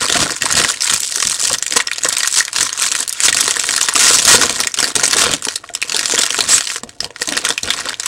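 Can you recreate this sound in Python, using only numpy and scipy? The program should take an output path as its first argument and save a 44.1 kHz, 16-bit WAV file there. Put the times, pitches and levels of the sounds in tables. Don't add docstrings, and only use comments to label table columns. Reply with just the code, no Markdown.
import sys
import numpy as np
from scipy import signal
from scipy.fft import rfft, irfft, next_fast_len
from scipy.io import wavfile
from scipy.ndimage import uniform_filter1d

SR = 44100
rng = np.random.default_rng(int(sys.argv[2]) if len(sys.argv) > 2 else 0)


def dump(signal):
    limited = np.clip(np.atleast_2d(signal).T, -1, 1)
    pcm = np.round(limited * 32767).astype(np.int16)
    wavfile.write(sys.argv[1], SR, pcm)


N = 355875

# t/s, level/dB, facet ring f/Hz, brightness/dB
SNAPS = [(0.0093, -19, 4400, -1), (0.056, -15.5, 4630, 6), (0.084, -14, 4090, 7), (0.0985, -10, 3810, 2),
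         (0.124, -6.5, 4130, 6), (0.3195, -17, 8450, 13), (0.421, -6.5, 1920, 2), (0.4559, -12, 6960, 13),
         (0.5111, -13, 5430, 5), (0.5241, -8, 7170, 12), (0.5522, -11, 5240, 6), (0.646, -8.5, 1980, -14),
         (0.7, -11, 7540, 7), (0.8073, -15, 6220, 6), (0.8205, -8.5, 5700, 9), (0.843, -11.0, 8050, 12),
         (0.898, -9, 7950, 2), (0.9368, -4, 5670, 9), (0.943, -14, 6960, 21), (0.9612, -14, 5900, 9),
         (1.0034, -13.5, 8700, 32), (1.0321, -14, 5810, 11), (1.123, -18.5, 5860, 8),
         (1.1585, -11, 7400, 11), (1.202, -12, 5040, 4), (1.2268, -9.5, 1180, -4), (1.251, -18, 3250, 3),
         (1.286, -28, 4800, 21), (1.3168, -13, 4290, 14), (1.348, -20, 7750, 18), (1.401, -18.0, 7600, 16),
         (1.432, -16, 7640, 15), (1.4728, -13.5, 3250, 20), (1.53, -10, 7600, 17),
         (1.5454, -17.5, 1920, -4), (1.5843, -16.5, 5350, 15), (1.6253, -9.5, 7470, 7),
         (1.6644, -14, 7970, 6), (1.6796, -18, 6300, 9), (1.7084, -16, 6440, 13), (1.7231, -11.5, 1880, 8),
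         (1.736, -15.5, 6590, 6), (1.801, -11, 1810, -11), (1.872, -13.0, 5530, 3), (1.882, -21, 1900, -12),
         (1.9146, -12.5, 2640, 1), (1.932, -18.0, 3570, 15), (1.9593, -24, 7800, -2),
         (1.9828, -16, 6420, 2), (2.0346, -10.5, 7700, 9), (2.047, -7, 5100, 10), (2.0559, -15, 1200, -2),
         (2.087, -6.5, 7580, 23), (2.1262, -12.5, 4330, 9), (2.1681, -9, 3490, 5), (2.183, -11, 8000, 27),
         (2.2044, -13.5, 1980, 2), (2.2318, -10, 1770, 6), (2.2457, -16, 1900, -19),
         (2.2741, -5.5, 6100, 15), (2.3608, -15, 4390, 11), (2.4052, -9.5, 1840, -21),
         (2.451, -17.5, 7150, 7), (2.4801, -18.5, 2230, 1), (2.53, -17.0, 7760, 4), (2.5614, -11, 4760, 2),
         (2.6085, -7.5, 7840, 2), (2.629, -6, 8150, 18), (2.6925, -20, 3130, -5), (2.729, -14.5, 8400, 3),
         (2.8218, -8, 8100, 10), (2.916, -12, 7540, 10), (2.951, -12, 8230, -3), (3.0034, -11.5, 8570, 25),
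         (3.0782, -13.5, 4590, 22), (3.0937, -12.0, 8870, 33), (3.1264, -14, 8890, 35),
         (3.2034, -7.5, 7690, 12), (3.284, -2.5, 3010, -2), (3.327, -6.5, 1810, 7), (3.3456, -9, 7360, 15),
         (3.3694, -9, 2700, 7), (3.4074, -1, 6840, 16), (3.4784, -6.5, 7430, -1), (3.5085, -7, 6370, 7),
         (3.5672, -12.0, 1870, -1), (3.5962, -8.5, 8120, 3), (3.6404, -15.5, 4930, -8),
         (3.69, -10, 1590, 0), (3.708, -12.5, 8460, 12), (3.738, -13.5, 6660, 0), (3.763, -6, 4400, 12),
         (3.7783, -10.0, 1680, 9.5), (3.812, -5.5, 4960, 5.5), (3.829, -8, 7340, 14),
         (3.8857, -7.5, 8050, -7.5), (3.8906, -11, 8100, 14), (3.9378, -12, 8590, 29), (3.955, -9, 5800, 0),
         (3.9616, -6, 1210, 6), (4.1846, -8, 2780, 13), (4.251, -3, 8250, 16), (4.4954, -9.5, 6600, 3),
         (4.6027, -7, 1270, 14), (4.6102, -13, 5030, 15), (4.6359, -14.5, 1750, -3), (4.6714, -8, 1850, 5),
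         (4.718, -27, 5840, 12), (4.7415, -13.5, 5490, 7), (4.788, -9.5, 2970, 3), (4.8017, -8, 5540, 6),
         (4.8282, -6, 1600, 1), (4.842, -6.5, 1680, 6), (4.9544, -7, 8530, 2), (4.962, -5.5, 8530, 0),
         (4.9963, -12, 1460, 9), (5.035, -8.5, 4540, 12), (5.039, -7, 8800, 3), (5.0546, -6, 5630, 7),
         (5.078, -10, 8450, 13), (5.11, -11.5, 5400, 12), (5.131, -5, 3530, 16), (5.1674, -8, 8350, -2),
         (5.3366, -8, 3250, 4), (5.4233, -21.5, 7800, 11), (5.451, -12.5, 8900, 9.5),
         (5.485, -11.5, 4700, 1), (5.5388, -30, 7500, 3), (5.558, -12.5, 4160, 11), (5.64, -28, 1190, -12),
         (5.6903, -29.0, 1640, -1), (5.7382, -25, 7240, 19), (5.7504, -12.5, 6040, 9),
         (5.8169, -16, 3420, 16), (5.8254, -10, 2600, -5), (5.896, -16.0, 4460, 8), (5.9208, -13, 4690, 5),
         (5.945, -12, 3450, 10), (5.9644, -9.5, 4540, 13), (5.992, -10, 5000, 7), (6.057, -8.5, 5370, 3),
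         (6.0975, -15, 7040, -3), (6.1207, -14.5, 6930, -1), (6.1782, -11, 3200, 5),
         (6.1893, -6.5, 7320, 10), (6.2344, -8, 5400, 7), (6.305, -10.5, 3050, -1),
         (6.3443, -14, 1370, -13), (6.389, -9.5, 1360, 0), (6.4063, -3.5, 4460, -1),
         (6.5805, -8.5, 3260, 3), (6.608, -12.5, 3420, 1), (6.6713, -15.5, 3020, 9), (6.7, -17.5, 5210, -3),
         (6.7594, -19.5, 4860, -2), (6.834, -22.5, 7860, 0), (6.8924, -29.0, 6960, 6),
         (7.005, -12, 5230, 5), (7.0445, -17.5, 4800, 8), (7.1058, -33.5, 1690, 0), (7.161, -25, 2350, -10),
         (7.2187, -11, 1910, 9), (7.274, -16.5, 7170, 15), (7.2888, -13.5, 3950, 11),
         (7.323, -15.5, 1810, 7), (7.3682, -13, 1890, 10), (7.375, -9, 4630, -2), (7.4504, -7.5, 1880, 0),
         (7.4672, -16, 1540, -5), (7.488, -11, 9060, 10), (7.504, -9.5, 4450, 0), (7.578, -11.5, 2400, 0),
         (7.6324, -14.0, 6700, 14), (7.7044, -3.5, 4070, -3), (7.737, -16.5, 4070, 5),
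         (7.802, -22, 1360, 14), (7.8557, -20, 2610, -3), (7.8932, -18, 5500, 8), (7.9422, -21, 3420, -7),
         (7.9983, -14.5, 4180, 8.5), (8.0322, -22.5, 5840, 9), (8.059, -12.5, 8980, 12)]
# start t/s, end t/s, tiny facets level/dB, wide facets level/dB, rubbing level/dB
SQUEEZES = [(0, 0.05, -21.5, -20, -30.0), (0.095, 0.32, -25, -22.0, -29), (0.407, 0.555, -24, -21, -41.0),
            (0.562, 0.66, -18, -16, -28), (0.68, 0.727, -18, -22.5, -40), (0.81, 0.978, -18.5, -22, -52),
            (0.997, 1.09, -24.5, -56, -69), (1.104, 1.367, -19.5, -29.0, -55),
            (1.385, 1.548, -17.5, -23.5, -40.5), (1.707, 1.808, -26, -23, -39.5),
            (2.017, 2.148, -24.5, -27, -49), (2.183, 2.36, -21.5, -25.5, -67),
            (2.321, 2.418, -17.5, -24, -64), (2.55, 2.674, -18, -20.5, -40),
            (2.771, 2.893, -18.5, -22, -46), (2.904, 3.034, -21, -24, -45), (3.219, 3.3, -16.5, -21.5, -39),
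            (3.344, 3.532, -17.5, -20, -38), (3.55, 3.846, -23, -25.5, -39.0),
            (3.946, 4.231, -15.5, -22, -31), (4.26, 4.46, -17, -18, -23), (4.482, 4.651, -23.5, -23, -32),
            (4.768, 4.905, -22.5, -22.0, -35.5), (4.957, 5.163, -22.5, -24.5, -33.5),
            (5.128, 5.349, -20, -17, -28), (5.427, 5.533, -27.5, -32, -49), (5.88, 6.096, -25, -26, -39.5),
            (6.102, 6.262, -18, -18.5, -35), (6.305, 6.46, -23.5, -35, -42),
            (6.482, 6.571, -12.5, -18, -32), (6.587, 6.773, -25.5, -31, -65), (7.018, 7.04, -31, -29, -44),
            (7.205, 7.222, -18.5, -36, -43), (7.28, 7.415, -31, -23, -33.5), (7.433, 7.53, -30, -24.0, -34),
            (7.633, 7.82, -28.5, -23, -39.5), (7.843, 7.921, -32.5, -22, -37)]
# t/s, level/dB
HELD_CRACKLE = [(0, -24), (.35, -25.5), (.78, -29), (1.5, -59), (1.6, -41), (1.75, -36), (1.85, -42),
                (2.0, -35), (2.2, -30), (2.5, -36), (2.85, -27.5), (3.07, -40), (3.2, -27), (4.45, -20.5),
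                (4.69, -52), (4.8, -34), (5.3, -39), (5.62, -49), (5.78, -45), (5.9, -30.5), (6.5, -23.5),
                (6.82, -58), (6.9, -48), (6.96, -52), (7.13, -57), (7.2, -33), (7.5, -37.5), (7.98, -48),
                (8.06, -23)]
# start t/s, end t/s
SLIDES = [(2.185, 2.21), (2.79, 2.74), (3.145, 3.195), (3.215, 3.24), (4.125, 4.165), (6.48, 6.6)]
# start t/s, end t/s, level/dB, tiny-to-wide facet level/dB
RIPS = [(0.134, 0.178, -17.5, -1), (0.201, 0.239, -13, 0), (0.565, 0.604, -12, 4),
        (1.759, 1.774, -6.5, 5.5), (2.359, 2.397, -11.5, 11), (3.234, 3.268, -8, 10.5),
        (3.991, 4.118, -10, 5), (4.129, 4.155, -8, 11), (4.275, 4.359, -2.5, 5.5), (4.403, 4.44, -12, 0.5),
        (5.03, 5.046, -13, 2.5), (5.171, 5.247, -12, 4), (6.181, 6.196, -16, 0)]
# t/s, level/dB, pitch f/Hz
FLEXES = [(0.048, -24.0, 496), (0.154, -11.5, 697), (0.224, -15, 290), (0.597, -19, 486),
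          (1.17, -27.0, 428), (1.511, -20.5, 546), (1.763, -12, 466), (2.05, -16, 515), (3, -31, 444),
          (3.406, -27.0, 398), (3.479, -21.5, 388), (3.564, -22, 470), (3.886, -25, 450), (3.961, -20, 463),
          (4.106, -16.5, 483), (4.184, -24, 447), (4.344, -7, 473), (4.501, -22, 466), (4.604, -20, 475),
          (4.962, -17.5, 434), (5.031, -17, 470), (5.16, -16.0, 409), (5.235, -17, 468), (5.265, -15, 480),
          (5.335, -17, 290), (5.468, -19.5, 443), (5.635, -34.5, 680), (5.698, -29.5, 692),
          (5.846, -31, 483), (5.942, -20, 435), (6.137, -15, 472), (6.189, -16, 462), (6.385, -17.5, 438),
          (6.759, -27, 468), (6.833, -25, 229), (7.058, -26.5, 466), (7.104, -29.5, 474),
          (7.215, -21.5, 477), (7.281, -20.5, 300), (7.318, -20.5, 283), (7.501, -20.5, 470),
          (7.678, -24, 483), (7.859, -23.5, 518)]
# t/s, level/dB
SQUEAK = [(6.465, -55), (6.495, -24), (6.53, -12), (6.545, -7), (6.57, -26), (6.595, -60)]
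# start t/s, end t/s, level/dB
BUMPS = [(0, .02, -37), (0.16, 0.256, -25), (0.412, 0.467, -35), (0.507, 0.653, -29.5), (0.902, 0.952, -35),
         (1.246, 1.3, -37), (1.48, 1.545, -36.5), (1.74, 1.78, -48), (2.03, 2.087, -39), (2.59, 2.652, -38),
         (3.26, 3.42, -41), (4.28, 4.38, -34), (4.952, 4.997, -30.5), (5.18, 5.356, -32.5),
         (6.367, 6.56, -39.5), (6.834, 6.883, -43), (6.998, 7.057, -39.5), (7.632, 7.693, -29.5),
         (7.756, 7.88, -46)]
# f/Hz, width f/Hz, lift level/dB
BAG_MODES = [(226, 31, 2.5), (310, 107, 4), (474, 82, 9), (693, 79, 7), (968, 40, 2.5), (1403, 230, 4.5),
             (1810, 240, 5)]
# f/Hz, level/dB
SNAP_COLOUR = [(60, -26), (170, -27), (290, -18), (750, -14.5), (1000, -7.5), (3000, 0), (7800, 2.5),
               (9500, -1.5), (12000, -11), (16000, -23)]
# f/Hz, level/dB
TINY_COLOUR = [(1000, -32.5), (2800, -8), (4500, -3.5), (7800, 0), (9500, -3.5), (12000, -14), (16000, -21)]
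# f/Hz, level/dB
WIDE_COLOUR = [(200, -22.5), (750, -15.5), (1000, 0), (2500, -1), (3700, -1), (5500, -4.5), (10000, -34)]
# f/Hz, level/dB
RUB_COLOUR = [(80, -23.5), (165, -6), (200, -1.5), (280, 2.5), (500, 1), (800, -1.5), (1400, -15),
              (4000, -50)]
# f/Hz, level/dB
RUMBLE_COLOUR = [(15, -17), (28, -5), (42, -1), (62, -4), (90, 1), (125, -3), (185, 0), (300, -16),
                 (800, -55)]
# f/Hz, 60 dB decay time t/s
ROOM_DECAY = [(150, 0.15), (500, 0.2), (2000, 0.27), (7000, 0.072), (14000, 0.083)]
# f/Hz, level/dB
HUSH_COLOUR = [(25, 10), (130, 18), (250, -16), (560, -1), (900, -29), (2500, -36), (7000, -44),
               (11000, -41), (16000, -42)]
# f/Hz, level/dB
MICROPHONE = [(20, -0.5), (8000, 0.5), (10000, -2), (12000, -6.5), (16000, -7.5)]

GRIP_S, RELAX_S, ARCH_DB = 0.022, 0.015, 1.5
BUMP_RISE_S, BUMP_FADE_S, BUMP_ARCH_DB = 0.0078, 0.034, 5
STRAIN_S, STRAIN_DIP_DB = 0.018, 2.5
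SETTLE_S, SETTLE_DB = 0.019, -16.5
HOLLOW_S = 5.3
TOP_HZ = 15800


def amp(db):
    return 10 ** (np.asarray(db) / 20)


def unit(x):
    return x / np.sqrt(np.mean(x ** 2) + 1e-20)


def along(points, hz):
    f, value = np.transpose(points)
    return np.interp(np.log(hz + 1), np.log(f + 1), value)


def curves(rows):
    s, *columns = np.transpose(rows)
    t = np.arange(N) / SR
    return [np.interp(t, s, column) for column in columns]


def place(times, sounds):
    first = np.maximum(np.round(times * SR), 0).astype(int)
    at = first[:, None] + np.arange(sounds.shape[1])
    return np.bincount(at.ravel(), sounds.ravel(), N)[:N]


def causal(gain_db):
    cepstrum = irfft(np.log(np.maximum(amp(gain_db), 1e-6)))
    k = np.arange(cepstrum.shape[-1])
    fold = np.where(k == 0, 1, 2 * (k < len(k) / 2))
    return np.exp(rfft(cepstrum * fold))


def bag_db(hz):
    return sum(db / (1 + (2 * (hz - centre) / width) ** 2) for centre, width, db in BAG_MODES)


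def through_bag(x, colour, size=4096):
    hz = np.fft.rfftfreq(size, 1 / SR)
    impulse_response = irfft(causal(along(colour, hz) + bag_db(hz)))
    return signal.oaconvolve(x, impulse_response)[:N]


def flicks(rate, size_db, life, size=400):
    count = int(rate * N / SR)
    when, strength, length = rng.random((count, 3)).T[:, :, None]
    u = np.arange(size) / SR / (life * (.5 + length))
    power = (amp(size_db * strength ** 2) * u * np.exp(-u)) ** 2
    times = (np.arange(count) + 2 * when[:, 0]) / rate
    return unit(np.sqrt(place(times, power)))


def film(envelope, colour):
    return unit(through_bag(envelope * rng.standard_normal(N), colour))


def stroke(start, end, attack, release, arch_db):
    t = np.arange(N) / SR
    progress = np.clip((t - start) / (end - start), 0, 1)
    swell = amp(arch_db * (np.sin(np.pi * progress) - 2 / np.pi))
    rise = np.clip((t - start) / attack + .5, 0, 1)
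    return swell * rise * np.exp(-np.clip((t - end) / release, 0, 20))


def squeezing():
    shapes = np.array([stroke(start, end, GRIP_S, RELAX_S, ARCH_DB) for start, end, *_ in SQUEEZES])
    levels = np.array(SQUEEZES)[:, 2:].T
    return np.sqrt(amp(levels) ** 2 @ shapes ** 2)


def snaps(level_db, rise, ring_db, wide_db, ring_octaves, tilt, edge, scatter_db,
          after_db, after_t60, lead_db, lead, size=2048):
    s, db, ring_hz, bright_db = np.transpose(SNAPS)[:, :, None]
    t = np.arange(size) / SR - .003
    hz = np.fft.rfftfreq(size, 1 / SR)
    pace, early, late = rng.random((len(s), 3)).T[:, :, None]

    def burst(start):
        u = np.maximum(t - start, 0) / (rise * (0.56 + pace))
        return (u * np.exp(1 - u)) ** 2

    side_bursts = burst(-lead * (.5 + early)) + burst(0.0015 + 0.0067 * late)
    settling = amp(after_db - 60 * np.abs(t) / after_t60) * (t > 0)
    shape = burst(0) + amp(lead_db) * side_bursts + settling
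    flutter = rng.standard_normal((len(s), size)) * shape
    lift_db = ring_db + wide_db * np.clip(np.log2(6000 / ring_hz), 0, 1)
    facet = lift_db / (1 + (np.log2((hz + 1) / ring_hz) / ring_octaves) ** 2)
    slope = tilt * (bright_db - np.median(bright_db)) * np.tanh(2 * np.log((hz + 1) / 4000)) / 2
    slope = slope * np.clip(hz / 1200, 0, 1)
    slope = slope + edge * np.clip(bright_db - 8.5, 0, 14) * np.clip((hz - 8000) / 4000, 0, 1)
    scatter = rng.standard_normal((len(s), len(hz)))
    modes = scatter_db * unit(uniform_filter1d(uniform_filter1d(scatter, size=40), size=30))
    response = causal(along(SNAP_COLOUR, hz) + bag_db(hz) + facet + slope + modes)
    sound = irfft(rfft(flutter) * response)
    onset = sound[:, (t > 0) & (t < .004)]
    sound /= np.sqrt(np.mean(onset ** 2, axis=1, keepdims=True))
    return place(s[:, 0] + t[0], sound * amp(db + level_db))


def strain_and_settle():
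    s, db = np.transpose(SNAPS)[:2, :, None]
    t = np.arange(SR // 10) / SR
    before = np.maximum(s - t[-1], 0)
    strain = (before + t < s) * np.exp(-np.abs(s - before - t) / STRAIN_S)
    lull = place(before[:, 0], strain)
    settling = np.sqrt(place(s[:, 0], (amp(db + SETTLE_DB) * np.exp(-t / SETTLE_S)) ** 2))
    return amp(-STRAIN_DIP_DB * np.minimum(lull, 1)), settling


def facets(x, depth_db):
    z = signal.stft(x, nperseg=256)[2]
    field = uniform_filter1d(rng.standard_normal(z.shape), size=6, axis=0)
    field = uniform_filter1d(field, size=3, axis=1)
    return unit(signal.istft(z * amp(depth_db * unit(field)), nperseg=256)[1][:N])


def crumple(tiny_drive, wide_drive, tiny_gain_db, wide_gain_db, held_tiny_db, held_wide_db,
            settle_wide_db, own):
    held_db, = curves(HELD_CRACKLE)
    lull, settling = strain_and_settle()
    t = np.arange(N) / SR
    sliding = sum(1. 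* ((t > start) & (t < end)) for start, end in SLIDES)
    sliding = uniform_filter1d(sliding, size=800)

    def smooth(envelope):
        return (1 - sliding) * unit(envelope) + sliding

    shared = flicks(rate=380, size_db=24.0, life=0.00077)
    tiny = film(smooth(shared + own * flicks(rate=660, size_db=25.0, life=0.00042)), TINY_COLOUR)
    wide = film(smooth(shared + own * flicks(rate=250, size_db=17.5, life=0.00087)), WIDE_COLOUR)
    squeeze_lull = lull ** .5
    tiny_level = np.hypot(amp(tiny_gain_db) * tiny_drive * squeeze_lull, amp(held_db + held_tiny_db) * lull)
    wide_level = np.hypot(amp(wide_gain_db) * wide_drive * squeeze_lull, amp(held_db + held_wide_db) * lull)
    tiny_level = np.hypot(tiny_level, settling)
    wide_level = np.hypot(wide_level, amp(settle_wide_db) * settling)
    return tiny_level * facets(tiny, depth_db=2.5) + wide_level * facets(wide, depth_db=4.0)


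def rips(level_db, edge, release):
    t = np.arange(N) / SR
    cracks = flicks(rate=1100, size_db=19.5, life=0.00038)
    tiny, wide = film(cracks, TINY_COLOUR), film(cracks, WIDE_COLOUR)
    out = np.zeros(N)
    for start, end, db, bright_db in RIPS:
        pull = np.clip((t - start) / edge, 0, 1) * np.exp(-np.clip((t - end) / release, 0, 20))
        out += amp(db + level_db) * pull * unit(wide + amp(bright_db) * tiny)
    return out


def squeak(squeak_hz, width_hz):
    slips = flicks(rate=1000, size_db=9, life=.0003) * rng.standard_normal(N)
    t = np.arange(N) / SR
    sliding = (t > SQUEAK[0][0]) & (t < SQUEAK[-1][0])
    strip = signal.iirpeak(squeak_hz, squeak_hz / width_hz, SR)
    return sliding * amp(curves(SQUEAK)[0]) * unit(signal.lfilter(*strip, slips))


def flexes(level_db, t60, attack, puff, overtone, overtone_db, size=4096):
    s, db, hz = np.transpose(FLEXES)[:, :, None]
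    t = np.arange(size) / SR
    swell = amp(db + level_db - 60 * t / t60) * (1 - np.exp(-t / attack))
    breath = unit(through_bag(rng.standard_normal(N), RUB_COLOUR))
    air = place(s[:, 0], swell * np.exp(-t / 0.012)) * breath
    fundamental = np.sin(2 * np.pi * hz * t)
    upper = amp(overtone_db) * np.exp(-t / 0.014) * np.sin(2 * np.pi * overtone * hz * t)
    return place(s[:, 0], swell * (fundamental + upper)) + puff * air


def hands(rub_drive, rub_gain_db, squeeze_rumble_db, bump_gain_db, bump_rub_db, resting_db):
    bumps = sum(amp(db + bump_gain_db) * stroke(start, end, BUMP_RISE_S, BUMP_FADE_S, BUMP_ARCH_DB)
                for start, end, db in BUMPS)
    rumble = film(flicks(rate=260, size_db=12.5, life=0.0021), RUMBLE_COLOUR)
    rub = film(flicks(rate=320, size_db=13.5, life=0.0014), RUB_COLOUR)
    rumbling = np.hypot(bumps, amp(squeeze_rumble_db) * rub_drive)
    rubbing = np.hypot(amp(rub_gain_db) * rub_drive, amp(bump_rub_db) * bumps) + amp(resting_db)
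    return rumbling * rumble + rubbing * rub


def hollow_band(x, centre_hz, width_hz, level_db, growth):
    presence = np.clip((np.arange(N) / SR - HOLLOW_S) / growth, 0, 1)
    band = signal.iirpeak(centre_hz, centre_hz / width_hz, SR)
    return presence * amp(level_db) * signal.lfilter(*band, x)


def room(x, early_db, tail_db, count=10):
    hz, t, z = signal.stft(rng.standard_normal(SR // 3), SR, nperseg=256)
    decay = amp(-60 * t / along(ROOM_DECAY, hz)[:, None])
    tail = signal.istft(z * decay, SR, nperseg=256)[1]
    answer = amp(tail_db) * np.pad(tail / np.linalg.norm(tail), (SR // 200, 0))
    delay = rng.uniform(.002, .016, count)
    copies = rng.choice([-1, 1], count) * np.exp(-delay / 0.012)
    answer[(delay * SR).astype(int)] += amp(early_db) * copies
    return signal.oaconvolve(x, answer)[:N]


def hush(level_db):
    hz = np.fft.rfftfreq(N, 1 / SR)
    spectrum = rfft(rng.standard_normal(N)) * amp(along(HUSH_COLOUR, hz))
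    return amp(level_db) * unit(irfft(spectrum, N))


def scene():
    tiny_drive, wide_drive, rub_drive = squeezing()
    wrapper = snaps(level_db=1.5, rise=0.00078, ring_db=6, wide_db=5.5, ring_octaves=0.18, tilt=1.0,
                    edge=0.5, scatter_db=3.5, after_db=-12, after_t60=0.023, lead_db=-15, lead=.0018)
    wrapper = wrapper + crumple(tiny_drive, wide_drive, tiny_gain_db=0.5, wide_gain_db=-2.5,
                                held_tiny_db=-1, held_wide_db=-2.5, settle_wide_db=-4, own=0.85)
    wrapper = wrapper + rips(level_db=1.0, edge=0.0033, release=0.0029)
    wrapper = wrapper + squeak(squeak_hz=7800, width_hz=220)
    wrapper = wrapper + flexes(level_db=3, t60=0.062, attack=0.0016, puff=0.8, overtone=2.06, overtone_db=-2)
    wrapper = wrapper + hands(rub_drive, rub_gain_db=-1.5, squeeze_rumble_db=-10.5, bump_gain_db=-2.5,
                              bump_rub_db=-2, resting_db=-52)
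    wrapper = wrapper + hollow_band(wrapper, centre_hz=860, width_hz=350, level_db=-17.5, growth=1.8)
    return (wrapper + room(wrapper, early_db=-18.0, tail_db=-20.5) + hush(level_db=-56))[None]


def record(dry, ceiling=0.84, hardness=4):
    rounded = dry / (1 + np.abs(dry / ceiling) ** hardness) ** (1 / hardness)
    m = next_fast_len(N + SR // 4)
    hz = np.fft.rfftfreq(m, 1 / SR)
    response = amp(along(MICROPHONE, hz)) * (hz < TOP_HZ)
    return irfft(rfft(rounded, m) * response, m)[..., :N]


dry = scene()
out = record(dry)
dump(out)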